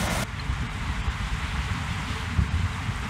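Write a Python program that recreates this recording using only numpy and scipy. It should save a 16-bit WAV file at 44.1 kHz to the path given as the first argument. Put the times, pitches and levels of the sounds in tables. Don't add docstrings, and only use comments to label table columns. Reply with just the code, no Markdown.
import sys
import numpy as np
from scipy import signal
from scipy.fft import rfft, irfft, next_fast_len
from scipy.io import wavfile
from scipy.ndimage import uniform_filter1d

SR = 44100
rng = np.random.default_rng(int(sys.argv[2]) if len(sys.argv) > 2 else 0)


def transcribe(u):
    v = np.clip(np.atleast_2d(u).T, -1, 1)
    q = np.round(v * 32767).astype(np.int16)
    wavfile.write(sys.argv[1], SR, q)


def elevation(decibels):
    levels = np.asarray(decibels, float)
    return 10 ** (levels / 20)


N = 136269
T = np.arange(N) / SR

# frequency in Hz, density in dB per Hz.
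NEAR_RUMBLE = [(28, -14), (50, 1.5), (195, -3.5), (235, -9), (400, -19), (650, -12.5), (1200, -15.5),
               (2600, -19)]
# frequency in Hz, density in dB per Hz.
NEAR_HISS = [(2600, -2), (3440, -0.5), (4920, -6), (5910, -3.5), (7260, -6), (10000, -7), (10500, -11),
             (16500, -19)]
# pitch in Hz, width in Hz, level in dB.
PANELS = [(638, 93, 3.5), (1016, 46, 0.5), (1436, 43, 2), (1784, 13, -2), (2000, 12, -14), (2080, 26, 3)]
# time in seconds, level in dB.
GUSTS = [
    (0.25, -37.5),
    (0.37, -34),
    (0.97, -33.5),
    (1.35, -33),
    (1.78, -31.5),
    (2.17, -33),
    (2.54, -31),
    (2.69, -33),
    (3.09, -33),
]
# frequency in Hz, density in dB per Hz.
WIND_COLOUR = [(22, -13), (45, 1.5), (86, -3), (140, -5), (216, -11.5), (280, -15.5), (305, -36.5),
               (340, -70)]
# time in seconds, peak in dB, pitch in Hz, length in seconds.
EDDIES = [(0.495, -17.5, 61.4, 0.012), (.528, -20, 62.5, 0.0065), (.6, -23.5, 63, 0.015),
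          (.635, -26, 121, 0.0206), (.85, -28, 65, 0.017), (.99, -23.5, 50.6, 0.022),
          (1.04, -28, 49.3, 0.014), (0.814, -25, 71, 0.012), (0.899, -18.5, 69.5, 0.014),
          (1.081, -15.5, 65, 0.01), (1.212, -24, 106, 0.0078), (1.33, -23, 57, 0.017),
          (1.437, -25, 75, 0.026), (1.547, -23.5, 59.5, 0.011), (1.593, -22.5, 61.4, 0.024),
          (1.912, -20.5, 90, 0.0089), (1.234, -26.5, 51, .025), (1.72, -23.5, 91, 0.014),
          (2.0, -27.5, 141.4, 0.018), (2.3, -32, 74, 0.015), (2.102, -21, 86, 0.0092),
          (2.391, -13.5, 84, .012), (2.419, -16.5, 82.4, 0.011), (2.551, -18.5, 80.4, .022),
          (2.596, -20, 88.5, 0.012), (2.643, -18, 92.5, 0.015), (2.887, -21.5, 102, 0.013),
          (2.912, -26.5, 50, 0.02)]
# time in seconds, roar in dB, rustle in dB.
FAR_EFFORT = [
    (0.25, -41.5, -56.5),
    (0.42, -38, -54),
    (0.55, -38, -53),
    (1.6, -35.5, -50),
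    (2.13, -35.5, -49),
    (2.46, -37.5, -52),
    (3.09, -37, -51),
]
# frequency in Hz, density in dB per Hz.
ROAR_COLOUR = [(310, -26), (530, -12.5), (856, -1.5), (1080, 1), (1760, -2), (2070, -1), (3610, -12),
               (4800, -18.5), (6240, -66), (10600, -120)]
# frequency in Hz, density in dB per Hz.
DRONE_COLOUR = [(180, -4), (300, -8), (345, -1.5), (442, 6), (488, -3.5), (530, -18), (690, -41),
                (1170, -120)]
# frequency in Hz, density in dB per Hz.
RUSTLE_COLOUR = [(4300, -24), (4800, -3), (6600, -4), (7200, -3.5), (10000, -11), (10400, -16),
                 (15200, -24), (16000, -34)]
# pitch in Hz, level in dB, width in Hz.
WHINES = [(440.7, -59, 7.2), (1050, -57.5, 34), (1165, -59, 22), (2060, -56, 29), (3745, -63, 60),
          (7030, -80, 32)]
# time in seconds, peak in dB, pitch in Hz.
SNAPS = [
    (.4, -31, 4150),
    (.553, -46, 6500),
    (2.733, -39, 3900),
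    (2.744, -45, 8500),
    (2.7502, -38, 3620),
    (2.9605, -40, 8300),
    (2.998, -53, 13000),
    (3.086, -48, 12500),
]
# frame number, lowest thinned Hz, share of lines kept, level of the rest in dB.
HOLLOWS = [
    (4, 4000, .04, -20),
    (32, 3400, .04, -21),
    (48, 3000, .07, -22),
    (51, 4200, .04, -24),
    (117, 3400, .08, -20),
]


def rms_one(x):
    return x / np.sqrt(np.mean(x ** 2) + 1e-20)


def in_time(rows):
    seconds, *columns = np.transpose(rows)
    return [np.interp(T, seconds, column) for column in columns]


def drift(rate_hz):
    r = np.exp(-80 * np.pi * rate_hz / SR)
    draws = rng.standard_normal(N // 40 + 2002)
    slow = signal.lfilter([1], [1, -2 * r, r * r], draws)[2000:]
    return np.interp(np.arange(N) / 40, np.arange(len(slow)), rms_one(slow))


def ring(x, hz, width_hz):
    r = np.exp(-np.pi * width_hz / SR)
    edge = (1 - r * r) / 2
    return signal.lfilter([edge, 0, -edge], [1, -2 * r * np.cos(2 * np.pi * hz / SR), r * r], x + 1e-18)


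def ringing_noise(hz, width_hz):
    return ring(ring(rng.standard_normal(N), hz, width_hz), hz, width_hz)


def even(x):
    power = uniform_filter1d(x ** 2 + 1e-9, int(0.0417 * SR))
    return rms_one(x / power ** 0.33)


def turbulence(spectrum, shared_db, own_db, rate):
    hz, db = np.transpose(spectrum)
    size = next_fast_len(N)
    octave = np.log2(np.maximum(np.arange(size // 2 + 1) * SR / size, 1))
    colour = elevation(np.interp(octave, np.log2(hz), db, left=-120, right=-120))
    body = rfft(rng.standard_normal(size)) * colour
    out, shared = 0, shared_db * drift(rate)
    heard = np.log2(hz[db > -60])
    for centre in np.arange(np.floor(2 * heard[0]) / 2, heard[-1] + .5, .5):
        band = np.cos(np.pi * np.clip(octave - centre, -.5, .5)) ** 2
        flicker = elevation(shared + own_db * drift(rate * 1.85))
        out = out + irfft(body * band, size)[:N] * flicker
    return rms_one(out)


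def near_panels():
    panels = 0
    for hz, width_hz, db in PANELS:
        panels = panels + elevation(db) * even(ring(rng.standard_normal(N), hz, width_hz))
    return rms_one(panels)


def near_machine():
    rumble = even(turbulence(NEAR_RUMBLE, shared_db=-1.0, own_db=-0.2, rate=58))
    hiss = turbulence(NEAR_HISS, shared_db=1.0, own_db=0.1, rate=81)
    return elevation(-27) * rumble + elevation(-34) * near_panels() + elevation(-35.5) * hiss


def eddies():
    front_hz, front_s = 256, 0.0018
    churn = even(ringing_noise(143, 82))
    out, cover = np.zeros(N), np.zeros(N)
    phases = rng.uniform(-0.62, 0.98, len(EDDIES))
    for (start, db, hz, length), phase in zip(EDDIES, phases):
        t = T - start
        bump = np.exp(-(t / length) ** 2)
        swing = np.cos(2 * np.pi * hz * t + phase)
        lopsided = swing + 0.25 * (2 * swing ** 2 - 1)
        front_level = elevation(-19 + 2.4 * (db + 16)) * 0.0083 / length
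        front = np.exp(-(t / front_s + 1) ** 2) * np.cos(2 * np.pi * front_hz * t)
        out += elevation(db) * (bump * lopsided + front_level * front + elevation(-14.5) * churn * bump ** 0.54)
        cover = np.maximum(cover, bump)
    return out, cover


def wind():
    gust_db, = in_time(GUSTS)
    flow = even(turbulence(WIND_COLOUR, shared_db=0.0, own_db=2.5, rate=8.9))
    buffets, cover = eddies()
    return elevation(gust_db + 1 - 3.6 * cover) * flow + buffets


def cutter(roar_db):
    hiss = rms_one(ringing_noise(3090, 1640))
    swell_db = 2.85 * (roar_db - roar_db.mean())
    return elevation(-51.5 + swell_db + 2.34 * drift(6.2)) * hiss


def whines():
    out = 0
    for hz, db, width_hz in WHINES:
        out = out + elevation(db + 1.5 * drift(6.3)) * rms_one(ringing_noise(hz, width_hz))
    return out


def far_machines():
    roar_db, rustle_db = in_time(FAR_EFFORT)
    roar = elevation(roar_db) * turbulence(ROAR_COLOUR, shared_db=.5, own_db=0.7, rate=14.4)
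    drone = elevation(-53.5) * turbulence(DRONE_COLOUR, shared_db=2.5, own_db=0.5, rate=12)
    rustle = elevation(rustle_db) * turbulence(RUSTLE_COLOUR, shared_db=0.3, own_db=1.13, rate=19)
    return roar + drone + rustle + cutter(roar_db) + whines()


def snaps():
    cycles = 13
    out = np.zeros(N)
    for start, db, hz in SNAPS:
        t = T - start
        out += elevation(db) * np.exp(-(t * hz / cycles) ** 2) * np.sin(2 * np.pi * hz * t)
    return out


def scene():
    change_s, fade_s = .2385, .001
    far = np.clip((T - change_s) / fade_s + .5, 0, 1)
    distant = wind() + far_machines() + snaps()
    return ((1 - far) * near_machine() + far * distant)[None]


def hollow_treble(x):
    hop = round(1024 / 48000 * SR)
    lead = 2 * hop - round(.0027 * SR)
    window = signal.windows.kaiser_bessel_derived(2 * hop, .1)
    x = np.pad(x, (lead, 3 * hop))
    out, hz = np.zeros(len(x)), np.arange(hop + 1) * SR / (2 * hop)
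    hollows = {row[0]: row[1:] for row in HOLLOWS}
    for k in range(len(x) // hop - 1):
        span = slice(k * hop, (k + 2) * hop)
        lines = rfft(x[span] * window)
        stand = np.abs(lines) / (uniform_filter1d(np.abs(lines), size=31) + 1e-12)
        gain = np.where(hz > 2470, (stand + 1e-3) ** 0.072, 1)
        if k - 1 in hollows:
            above_hz, kept, rest_db = hollows[k - 1]
            weak = stand < np.quantile(stand, 1 - kept)
            weak = weak | ((hz > 8700) & (stand < 3.2))
            thinned = np.where(weak, elevation(rest_db), elevation(5.5))
            gain = np.where(hz > above_hz, thinned, gain)
        top = hz < 15720
        out[span] += irfft(lines * gain * top, 2 * hop) * window
    return out[lead:lead + N]


def top_cut(x):
    return signal.sosfilt(signal.butter(12, 16240, fs=SR, output="sos"), x)


def record(dry):
    bass_cut = signal.butter(4, 38, "high", fs=SR, output="sos")
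    mic = signal.sosfilt(bass_cut, dry[0])
    mix = hollow_treble(mic)[None]
    return top_cut(mix)


dry = scene()
out = record(dry)
transcribe(out)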